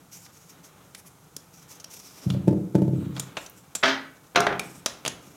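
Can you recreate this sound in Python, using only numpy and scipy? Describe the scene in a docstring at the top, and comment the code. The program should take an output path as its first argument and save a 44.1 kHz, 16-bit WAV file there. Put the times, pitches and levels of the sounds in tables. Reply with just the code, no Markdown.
"""Hands unplug a small device over a wooden table and put it and its cables aside, in a small room.
Skin and cable rub as shaped noise and plugs tick as short chatters; things land on the tabletop,
ringing its modes, and rock to rest; a cable zips over an edge as a gliding friction tone.
Then the plastic case knocks down a little way off, a board clatters and loose plugs click after it.
Quiet room air and a faint, steady electronic whine run throughout."""
import sys
import numpy as np
from scipy import signal
from scipy.fft import rfft, irfft
from scipy.io import wavfile

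SR = 44100
rng = np.random.default_rng(int(sys.argv[2]) if len(sys.argv) > 2 else 0)


def unload_wav(signal):
    """Save mono or channel-first audio to the path in sys.argv[1] as 16-bit WAV at rate SR, clipped to [-1, 1]."""
    wavfile.write(
        sys.argv[1],
        SR,
        np.round(np.clip(np.atleast_2d(signal).T, -1, 1) * 32767).astype(np.int16),
    )


N = 236772
TIME = np.arange(N) / SR

# things landing on the tabletop, each rocking to rest; the last three rows are faint bumps as plugs knock on
# the board: # (time [s], level [dB], contact hardness [Hz], first rock gap [s], loss per rock [dB])
LANDING_EVENTS = [(2.2646, -11, 129, 0.037, 3), (2.4791, -6, 510, 0.049, 7.5),
                  (2.752, -7.5, 582, 0.067, 2.5), (4.398, -26.5, 304, 0.14, 5), (5.064, -34, 268, 0.05, 9),
                  (5.274, -42, 356, 0.05, 9)]


def from_db(db):
    """Decibels to gain."""
    return 10 ** (np.asarray(db) / 20)


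def rms_one(x):
    """Scale to unit power."""
    return x / np.sqrt(np.mean(x ** 2) + 1e-20)


def in_time(rows):
    """Each column of a curve at every sample."""
    s, *columns = np.transpose(rows)
    return [np.interp(TIME, s, column) for column in columns]


def at_hz(points, hz):
    """Read a table on a log-frequency axis."""
    table_hz, value = np.transpose(points)
    return np.interp(np.log(hz), np.log(table_hz), value)


def bins(size):
    """Frequencies of a real transform [Hz], kept above zero."""
    return np.maximum(np.fft.rfftfreq(size, 1 / SR), 1)


def add(track, s, sound):
    """Mix a sound in at a time."""
    start = min(int(round(s * SR)), N)
    track[start:start + len(sound)] += sound[:N - start]


def convolve(x, response):
    """Pass a track through a response."""
    return signal.fftconvolve(x, response)[:N]


def causal(gain):
    """Minimum-phase response with these gains, by folding the cepstrum."""
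    cepstrum = irfft(np.log(gain + 1e-9))
    half = len(cepstrum) // 2
    cepstrum[1:half] *= 2
    cepstrum[half + 1:] = 0
    return irfft(np.exp(rfft(cepstrum)))


def noise(spectrum):
    """Steady noise of a given colour, unit power."""
    white = rfft(rng.standard_normal(N))
    return rms_one(irfft(white * from_db(at_hz(spectrum, bins(N))), N))


def drift(rate_hz):
    """Random values about zero, drawn at a rate and joined by straight lines."""
    return np.interp(TIME * rate_hz, np.arange(N), rng.standard_normal(N))


def ringing(modes):
    """One second of decaying modes, each starting at full speed."""
    t = TIME[:SR]
    total = 0
    for hz, db, t60_s in modes:
        decay = np.exp(-np.log(1000) * t / t60_s)
        total = total + from_db(db) * np.cos(2 * np.pi * hz * t) * decay
    return total


def contact(length_s, gain, size=4096):
    """A hard touch: a short chatter of tiny collisions, coloured by the body and by the spot that is hit."""
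    hz = bins(size)
    age = TIME[:size] / max(length_s, 1e-4)
    fade = (1 + 2 * age) * np.exp(-2 * age)
    burst = rng.standard_normal(size) * fade
    # flatten the spectrum, keep the phases
    burst = irfft(np.exp(1j * np.angle(rfft(burst)))) * np.minimum(1, 10 * fade)
    spot = np.interp(hz / 260, np.arange(100), rng.standard_normal(100))
    ripple_db = 3 * spot * np.minimum(hz / 2500, 1)
    sound = signal.fftconvolve(burst, causal(gain * from_db(ripple_db)))[:size]
    return rms_one(sound) * np.sqrt(np.mean(fade ** 2))


def swell(start_s, length_s, attack_s, release_s, sag_db_per_s):
    """A sliding move gathers speed, slackens slowly and stops."""
    age = np.maximum(TIME - start_s, 0)
    stop = np.exp(-np.clip((age - length_s) / release_s, 0, 50))
    sag = from_db(-sag_db_per_s * np.minimum(age, length_s))
    return np.minimum(age / attack_s, 1) * sag * stop


def glide(curve, overtones_db, waver):
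    """A friction tone that follows a curve of pitch and level."""
    hz, db = in_time(curve)
    phase = 2 * np.pi * np.cumsum(hz * (1 + waver * drift(1700))) / SR
    sounding = (TIME > curve[0][0]) & (TIME < curve[-1][0])
    tone = sum(from_db(level) * np.sin(k * phase) for k, level in enumerate(overtones_db, 1))
    return sounding * from_db(db) * tone


def room(x, build_s, wall_hz, count=9):
    """Diffuse reflections build up, then die away at a rate set per band; walls dull the treble."""
    # reverberation: (frequency [Hz], decay by 60 dB [s])
    room_t60 = [(130, 0.78), (400, 0.56), (1000, 0.44), (2800, 0.44), (7000, 0.2), (15000, 0.6)]
    t, hz = TIME[:SR], bins(SR)
    white = rfft(rng.standard_normal(SR))
    centres_hz = np.geomspace(60, 16000, count)
    tail = 0
    for centre_hz, share in zip(centres_hz, np.eye(count)):
        band = irfft(white * at_hz(np.c_[centres_hz, share], hz), SR)
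        decay = np.exp(-np.log(1000) * t / at_hz(room_t60, centre_hz))
        tail = tail + band * decay / np.hypot(1, centre_hz / wall_hz)
    tail = tail * (1 - np.exp(-(t / build_s) ** 2))
    return convolve(x, tail / np.sqrt(np.sum(tail ** 2)))


def room_air(level_db=-56):
    """The quiet room: steady coloured noise."""
    # colour: (frequency [Hz], relative level [dB])
    air_colour = [(15, -63), (25, -21.5), (175, 2), (249, -17), (503, -12), (560, -17.5), (840, -12),
                  (1130, -19.5), (1370, -15), (1650, -24.5), (2610, -29), (4740, -28), (6560, -24.5),
                  (12200, -26.5), (16000, -32)]
    return from_db(level_db) * noise(air_colour)


def whine(hz=13248, level_db=-75):
    """A faint, steady electronic whine: one sine."""
    return from_db(level_db) * np.sin(2 * np.pi * hz * TIME)


def grip(attack_s=0.02, release_s=0.015, sag_db_per_s=17.5, resting_db=-68.5, resting_hz=6460):
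    """Level of the sliding skin and its friction band centre [Hz], weighted by the power of each stroke."""
    # strokes of skin along a cable: (time [s], length [s], level [dB], friction band centre [Hz])
    strokes = [(0.111, 0.044, -45, 6210), (0.15, 0.09, -51, 7100), (0.233, 0.019, -49, 5230),
               (0.314, 0.16, -58, 6540), (0.481, 0.02, -49, 6230), (0.627, 0.04, -51, 6250),
               (0.956, 0.042, -53, 9800), (1.054, 0.022, -50.5, 11200), (1.524, 0.11, -54.5, 5860),
               (1.674, 0.085, -50.5, 6240), (1.895, 0.11, -46, 5940), (2.0, 0.34, -49.5, 5450),
               (2.288, 0.063, -54, 3610), (3.131, 0.139, -56, 7100), (3.373, 0.093, -50, 7340),
               (3.552, 0.06, -59, 7660), (4.617, 0.18, -52.5, 8260), (5.21, 0.16, -58.5, 6500)]
    # fingers shifting between the strokes
    resting = from_db(resting_db) ** 2
    total, weighted_hz = resting, resting * resting_hz
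    for s, length_s, db, centre_hz in strokes:
        power = (from_db(db) * swell(s, length_s, attack_s, release_s, sag_db_per_s)) ** 2
        total = total + power
        weighted_hz = weighted_hz + power * centre_hz
    return np.sqrt(total), weighted_hz / total


def pulling(attack_s=0.13, release_s=0.076, sag_db_per_s=1.5, creep_db=-59):
    """Level of the cable dragging on the wood, over a floor of slack cable creeping."""
    # a cable pulled across the wood: (time [s], length [s], level [dB])
    pulls = [(0.413, 0.39, -56), (1.508, 0.64, -55), (2.087, 0.34, -50), (2.89, 0.51, -49),
             (4.602, 0.91, -54.5)]
    power = from_db(creep_db) ** 2
    for s, length_s, db in pulls:
        power = power + (from_db(db) * swell(s, length_s, attack_s, release_s, sag_db_per_s)) ** 2
    return np.sqrt(power)


def rubbing(catch_db=2.5, drag_db=-4.0, hiss_db=1.0, narrow_db=-3.5, wide_db=-5.0, narrow_hz=280, wide_hz=1700):
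    """Sliding surfaces hiss and catch unevenly; a friction band moves with the grip."""
    # skin hiss: (frequency [Hz], relative level [dB])
    hiss_colour = [(1200, -22), (2200, -5), (4200, -11.5), (5500, 1), (7000, -2), (9500, -6.5),
                   (12500, -3.5), (16000, -14)]
    # cable dragging on wood: (frequency [Hz], relative level [dB])
    scuff_colour = [(150, -51), (250, -3), (384, -5), (496, -8.5), (640, -12), (1380, -10), (1640, -16),
                    (4000, -19.5), (5200, -36.5), (8800, -120)]
    rub, centre_hz = grip()
    carrier = np.cos(2 * np.pi * np.cumsum(centre_hz + narrow_hz * drift(600)) / SR)
    hiss = from_db(hiss_db) * noise(hiss_colour)
    # the band has a sharp core and broad shoulders
    for half_width_hz, db in ((narrow_hz, narrow_db), (wide_hz, wide_db)):
        lowpass = signal.butter(2, half_width_hz, fs=SR, output="sos")
        band = signal.sosfilt(lowpass, rng.standard_normal(N))
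        hiss = hiss + from_db(db) * rms_one(band * carrier)
    drag = noise(scuff_colour) * pulling() * from_db(drag_db)
    return (rub * rms_one(hiss) + drag) * from_db(catch_db * drift(70))


def cable_zip():
    """The sheath sings faintly, higher the faster it is drawn, and squeaks as it slips."""
    # cable drawn over an edge: (time [s], pitch [Hz], level [dB])
    zip_curve = [(2.87, 2250, -85), (2.92, 2830, -70), (2.97, 3600, -68), (3.01, 3820, -65),
                 (3.05, 3740, -67), (3.11, 3810, -66), (3.15, 3570, -70), (3.21, 3200, -85)]
    # sheath squeaking: (time [s], pitch [Hz], level [dB])
    squeak_curve = [(2.94, 7900, -92), (2.962, 7950, -58), (2.99, 8200, -69), (3.015, 8480, -63),
                    (3.04, 8480, -61), (3.06, 8100, -85)]
    song = glide(zip_curve, overtones_db=[-3, -4, -5, -1], waver=.01)
    return song + glide(squeak_curve, overtones_db=[0], waver=.008)


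def ticks(resonance_db=3.0, width=0.037, body_db=8.0, body_width=0.17, size=4096):
    """Small hard plugs touch the wood and each other, each with a resonance of its own."""
    # plugs and cable ends: (time [s], level [dB], contact length [s], brightness [dB per octave],
    # own resonance [Hz], bass [dB])
    tick_events = [(0.263, -45.5, 0.0044, -2, 1960, -19), (0.948, -36, 0.0052, 3, 1980, -1),
                   (1.3652, -27.5, 0.003, 8.5, 5580, 29.5), (1.799, -41.5, 0.009, 4, 6060, -9),
                   (1.843, -32.5, 0.0036, 3, 5680, 4), (2.302, -28.5, 0.0043, -3.5, 3550, -21),
                   (2.347, -34, 0.013, -11, 553, 12), (3.165, -35, 0.0094, -5.5, 3300, -2),
                   (3.179, -34, 0.0026, -9, 5000, -3), (3.1964, -23.5, 0.0061, 5, 7200, 17),
                   (3.3686, -25.5, 0.01, -7, 2720, -4.5), (3.462, -39, 0.0065, 2, 5940, -20),
                   (3.497, -39, 0.004, 23, 14300, 6), (3.751, -23, 0.0097, 3, 7500, 5),
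                   (4.358, -17, 0.0055, -5, 4120, -9), (4.4045, -20, 0.0026, 4, 5570, 1),
                   (4.467, -15, 0.0057, -11, 1830, -16), (4.595, -20, 0.0033, 1, 2405, -6),
                   (4.8602, -15.5, 0.0047, 0.5, 5620, 5), (5.051, -22.5, 0.0029, -2, 2700, 1),
                   (5.061, -21.5, 0.0051, -2.5, 3200, 2), (5.078, -18.5, 0.0033, 1, 6450, 11)]
    # colour common to all: (frequency [Hz], relative level [dB])
    tick_colour = [(80, -9), (250, -4.5), (630, 2), (1000, -2.5), (1350, 1.5), (1900, -4.5), (2800, -1.5),
                   (4000, -2), (5400, -3.5), (6900, -3.5), (8000, -7.5), (10000, -7.5), (16000, -24)]
    out, hz = np.zeros(N), bins(size)
    for s, db, length_s, tilt_db, own_hz, bass_db in tick_events:
        detune = np.log(hz / own_hz)  # widths are in the same log-frequency units
        own_db = resonance_db / (1 + (detune / width) ** 2)
        own_db = own_db + body_db / (1 + (detune / body_width) ** 2)
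        slope_db = tilt_db * np.log2(1 + hz / 1000) + bass_db / (1 + (hz / 550) ** 4)
        gain = from_db(at_hz(tick_colour, hz) + slope_db + own_db)
        add(out, s, from_db(db) * contact(length_s, gain))
    return out


def knocks(blows, modes, ring_gain_db, size=4096):
    """A body cracks on each contact and then rings on in its modes."""
    # colour of the cracks: (frequency [Hz], relative level [dB])
    knock_colour = [(80, -16), (270, 1), (700, 1.5), (1000, -0.5), (1480, 3.5), (1900, -1), (2500, -3.5),
                    (3100, -4), (4200, -8.5), (6000, -7.5), (8000, -21), (15000, -23)]
    cracks, pushes, hz = np.zeros(N), np.zeros(N), bins(size)
    for s, db, length_s, bass_db, dull_hz, ring_db in blows:
        colour = from_db(at_hz(knock_colour, hz) + bass_db / (1 + (hz / 800) ** 2))
        gain = colour / np.hypot(1, (hz / dull_hz) ** 2.16)
        add(cracks, s, from_db(db) * contact(length_s, gain))
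        add(pushes, s, from_db([db + ring_db + ring_gain_db]))
    # neighbouring modes swing in opposite directions and take a moment to spread through the body
    spread = 1 - np.exp(-TIME[:SR] / 0.0086)
    ring = (ringing(modes[::2]) - ringing(modes[1::2])) * spread
    return np.array([cracks, convolve(pushes, ring)])


def case_knocks():
    """The plastic case knocks down: its cracks and its ring."""
    # blows: (time [s], level [dB], contact length [s], bass [dB], dull above [Hz], ring [dB])
    case_blows = [(3.828, -23.5, 0.0078, -13, 2230, -13), (3.8305, -22, 0.01, -26, 1900, -23),
                  (3.834, -13, 0.012, -7.5, 4050, -1), (3.854, -22, 0.023, -8, 5760, 11.5),
                  (3.877, -23.5, 0.034, -22, 4800, 11.5)]
    # case modes: (frequency [Hz], relative level [dB], decay by 60 dB [s])
    case_modes = [(269.2, 6.5, 0.47), (401, 3, 0.21), (570, -5, 0.27), (666, 13, 0.18), (910, -6, 0.36),
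                  (1140, -25, 0.33), (1160, -23, 0.23), (1550, 16, 0.071), (1515, -15.5, 0.81),
                  (1710, -3, 0.59), (1947, -7, 0.47), (2256, -18.5, 0.76), (2520, -15, 0.16),
                  (2850, -16, 0.22), (3350, -21, 0.3), (3660, -11, 0.17)]
    return knocks(case_blows, case_modes, ring_gain_db=-20.0)


def board_clatter():
    """A wooden board clatters under the case: its cracks and its ring."""
    # blows: (time [s], level [dB], contact length [s], bass [dB], dull above [Hz], ring [dB])
    board_blows = [(4.349, -32, 0.012, 7.5, 3450, 4), (4.359, -11.5, 0.0071, -0.5, 7400, 1.5),
                   (4.372, -15.5, 0.0056, 10, 3980, 6.5), (4.403, -26, 0.0059, 14, 3040, 13),
                   (4.467, -15.5, 0.0056, 3, 2150, -3.5), (4.483, -44, 0.0044, 18, 2200, -12),
                   (4.505, -25, 0.0049, 24, 2770, 4), (4.525, -25, 0.0063, 8, 3220, -2),
                   (4.542, -40, 0.0056, 7, 1890, -7)]
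    # board modes: (frequency [Hz], relative level [dB], decay by 60 dB [s])
    board_modes = [(185.7, -10, 0.53), (292, -14, 0.36), (403, 7.5, 0.28), (424, 2, 0.3), (697, 4.5, 0.44),
                   (740, -1.5, 0.39), (815, -3, 0.44), (917, -14, 0.58), (1080, -6.5, 0.58),
                   (1224, -12.5, 0.67), (1364, 6, 0.18), (1720, -16, 0.29), (1730, -9, 0.19),
                   (2070, -26, 0.29), (2100, -10, 0.27), (2500, -6, 0.16)]
    return knocks(board_blows, board_modes, ring_gain_db=-17.0)


def rocking(count=9):
    """Each landing rocks ever faster and weaker as its contact settles; yields (s, level dB, hardness Hz)."""
    edge_lead_s, edge_db = 0.0058, -12  # an edge touches just before the whole weight
    rebound_s, rebound_db = 0.0295, -12.5  # every rock bounces once
    gap_ratio = 0.8974  # each gap against the one before
    settled_hz, settling_ratio = 200, 0.68  # hardness closes in on the settled one by this ratio per rock
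    for s, db, hard_hz, gap_s, loss_db in LANDING_EVENTS:
        yield s - edge_lead_s, db + edge_db, hard_hz
        for k in range(count):
            yield s, db, hard_hz
            yield s + rebound_s, db + rebound_db, hard_hz
            s = s + gap_s * gap_ratio ** k
            db = db - loss_db
            hard_hz = settled_hz + (hard_hz - settled_hz) * settling_ratio


def shell_on_wood():
    """The hard shell rasps briefly on every blow, most on the hard ones, and skids a little after each landing."""
    # rasp colour: (frequency [Hz], relative level [dB])
    rasp_colour = [(700, -4), (1400, 5), (2500, -3), (4000, -5.5), (6500, -5.5), (10000, -9), (16000, -18)]
    # skid colour: (frequency [Hz], relative level [dB])
    skid_colour = [(150, -25), (280, -2.5), (400, -1), (550, -3.5), (700, -4.5), (900, -14), (1500, -31),
                   (4000, -65)]
    # level against the blow at the nominal hardness, gain with hardness, decay time constant
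    rasp_db, nominal_hz, db_per_octave, decay_s = -30, 550, 17, 0.0077
    skid_db, skid_follows = -40, 0.53  # level after a 0 dB landing, share of the landing's dB
    blows = np.zeros(N)
    for s, db, hard_hz in rocking():
        hardness_db = db_per_octave * np.log2(hard_hz / nominal_hz)
        add(blows, s, from_db([db + rasp_db + hardness_db]))
    rasp = signal.lfilter([1], [1, -np.exp(-1 / (decay_s * SR))], blows + 1e-18)
    skid = np.zeros(N)
    for s, db, *_ in LANDING_EVENTS:
        slide = swell(s, length_s=0.18, attack_s=0.017, release_s=0.028, sag_db_per_s=49.5)
        skid += from_db(skid_db + skid_follows * db) * slide
    return rasp * noise(rasp_colour) + skid * noise(skid_colour)


def tabletop(radiates_above_hz=88, damped_above_hz=880):
    """Each soft blow is a rounded push on the board; harder ones reach its higher modes."""
    # tabletop modes: (frequency [Hz], relative level [dB], decay by 60 dB [s])
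    table_modes = [(74, -62, .3), (98, -22, 0.23), (130, -10, 0.4), (152.7, -36, 0.083), (175, -24.5, 0.2),
                   (187, -13, 0.49), (174.5, -4, 0.081), (220, -55, .15), (274.4, -18, 0.43),
                   (310, -8, 0.16), (334.8, -19, 0.38), (404.4, -17.5, 0.18), (363, -3, 0.024),
                   (483, -23, 0.42), (564, -9.5, 0.096), (686, -49, 0.18), (866, -5, 0.088)]
    force, t = np.zeros(N), TIME[:SR // 20]
    for s, db, hard_hz in rocking():
        push = t ** 3 * np.exp(-2 * np.pi * 1.38 * hard_hz * t)
        weight = 1 + (170 / hard_hz) ** 2  # softer blows push more
        add(force, s, from_db(db) * push / push.sum() * weight)
    # air slips round the board, so its deepest motion is weakened; the wood absorbs the treble
    highpass = signal.butter(3, radiates_above_hz, "high", fs=SR, output="sos")
    lowpass = signal.butter(4, damped_above_hz, fs=SR, output="sos")
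    return signal.sosfilt(np.vstack([highpass, lowpass]), convolve(force, ringing(table_modes)))


def scene():
    """Near sounds come mostly direct; the knocks come from farther off and fill the room."""
    # hands move off to the side, so more comes back from the walls: (time [s], reflected share [dB])
    reflected = [(3.15, -11.5), (3.4, -9.5)]
    background = room_air() + whine()
    near = rubbing() + cable_zip() + ticks() + shell_on_wood()
    cracks, rings = case_knocks() + board_clatter()
    thumps = tabletop()
    near_room = room(near * from_db(in_time(reflected)[0]), build_s=0.0011, wall_hz=7400)
    far_room = from_db(-4.5) * room(cracks, build_s=0.0025, wall_hz=9900)
    boom = from_db(-16) * room(thumps, build_s=0.014, wall_hz=5030)
    direct = thumps + cracks + rings + near
    return (direct + near_room + far_room + boom + background)[None]


def record(dry):
    """The tallest peaks are rounded, the deepest bass is lost and the top is cut."""
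    rounded = dry / (1 + (dry / .7) ** 4) ** .25
    highpass = signal.butter(2, 45, "high", fs=SR, output="sos")
    top_cut = signal.ellip(10, .2, 80, 16300, fs=SR, output="sos")
    return signal.sosfilt(top_cut, signal.sosfilt(highpass, rounded))


dry = scene()
out = record(dry)
unload_wav(out)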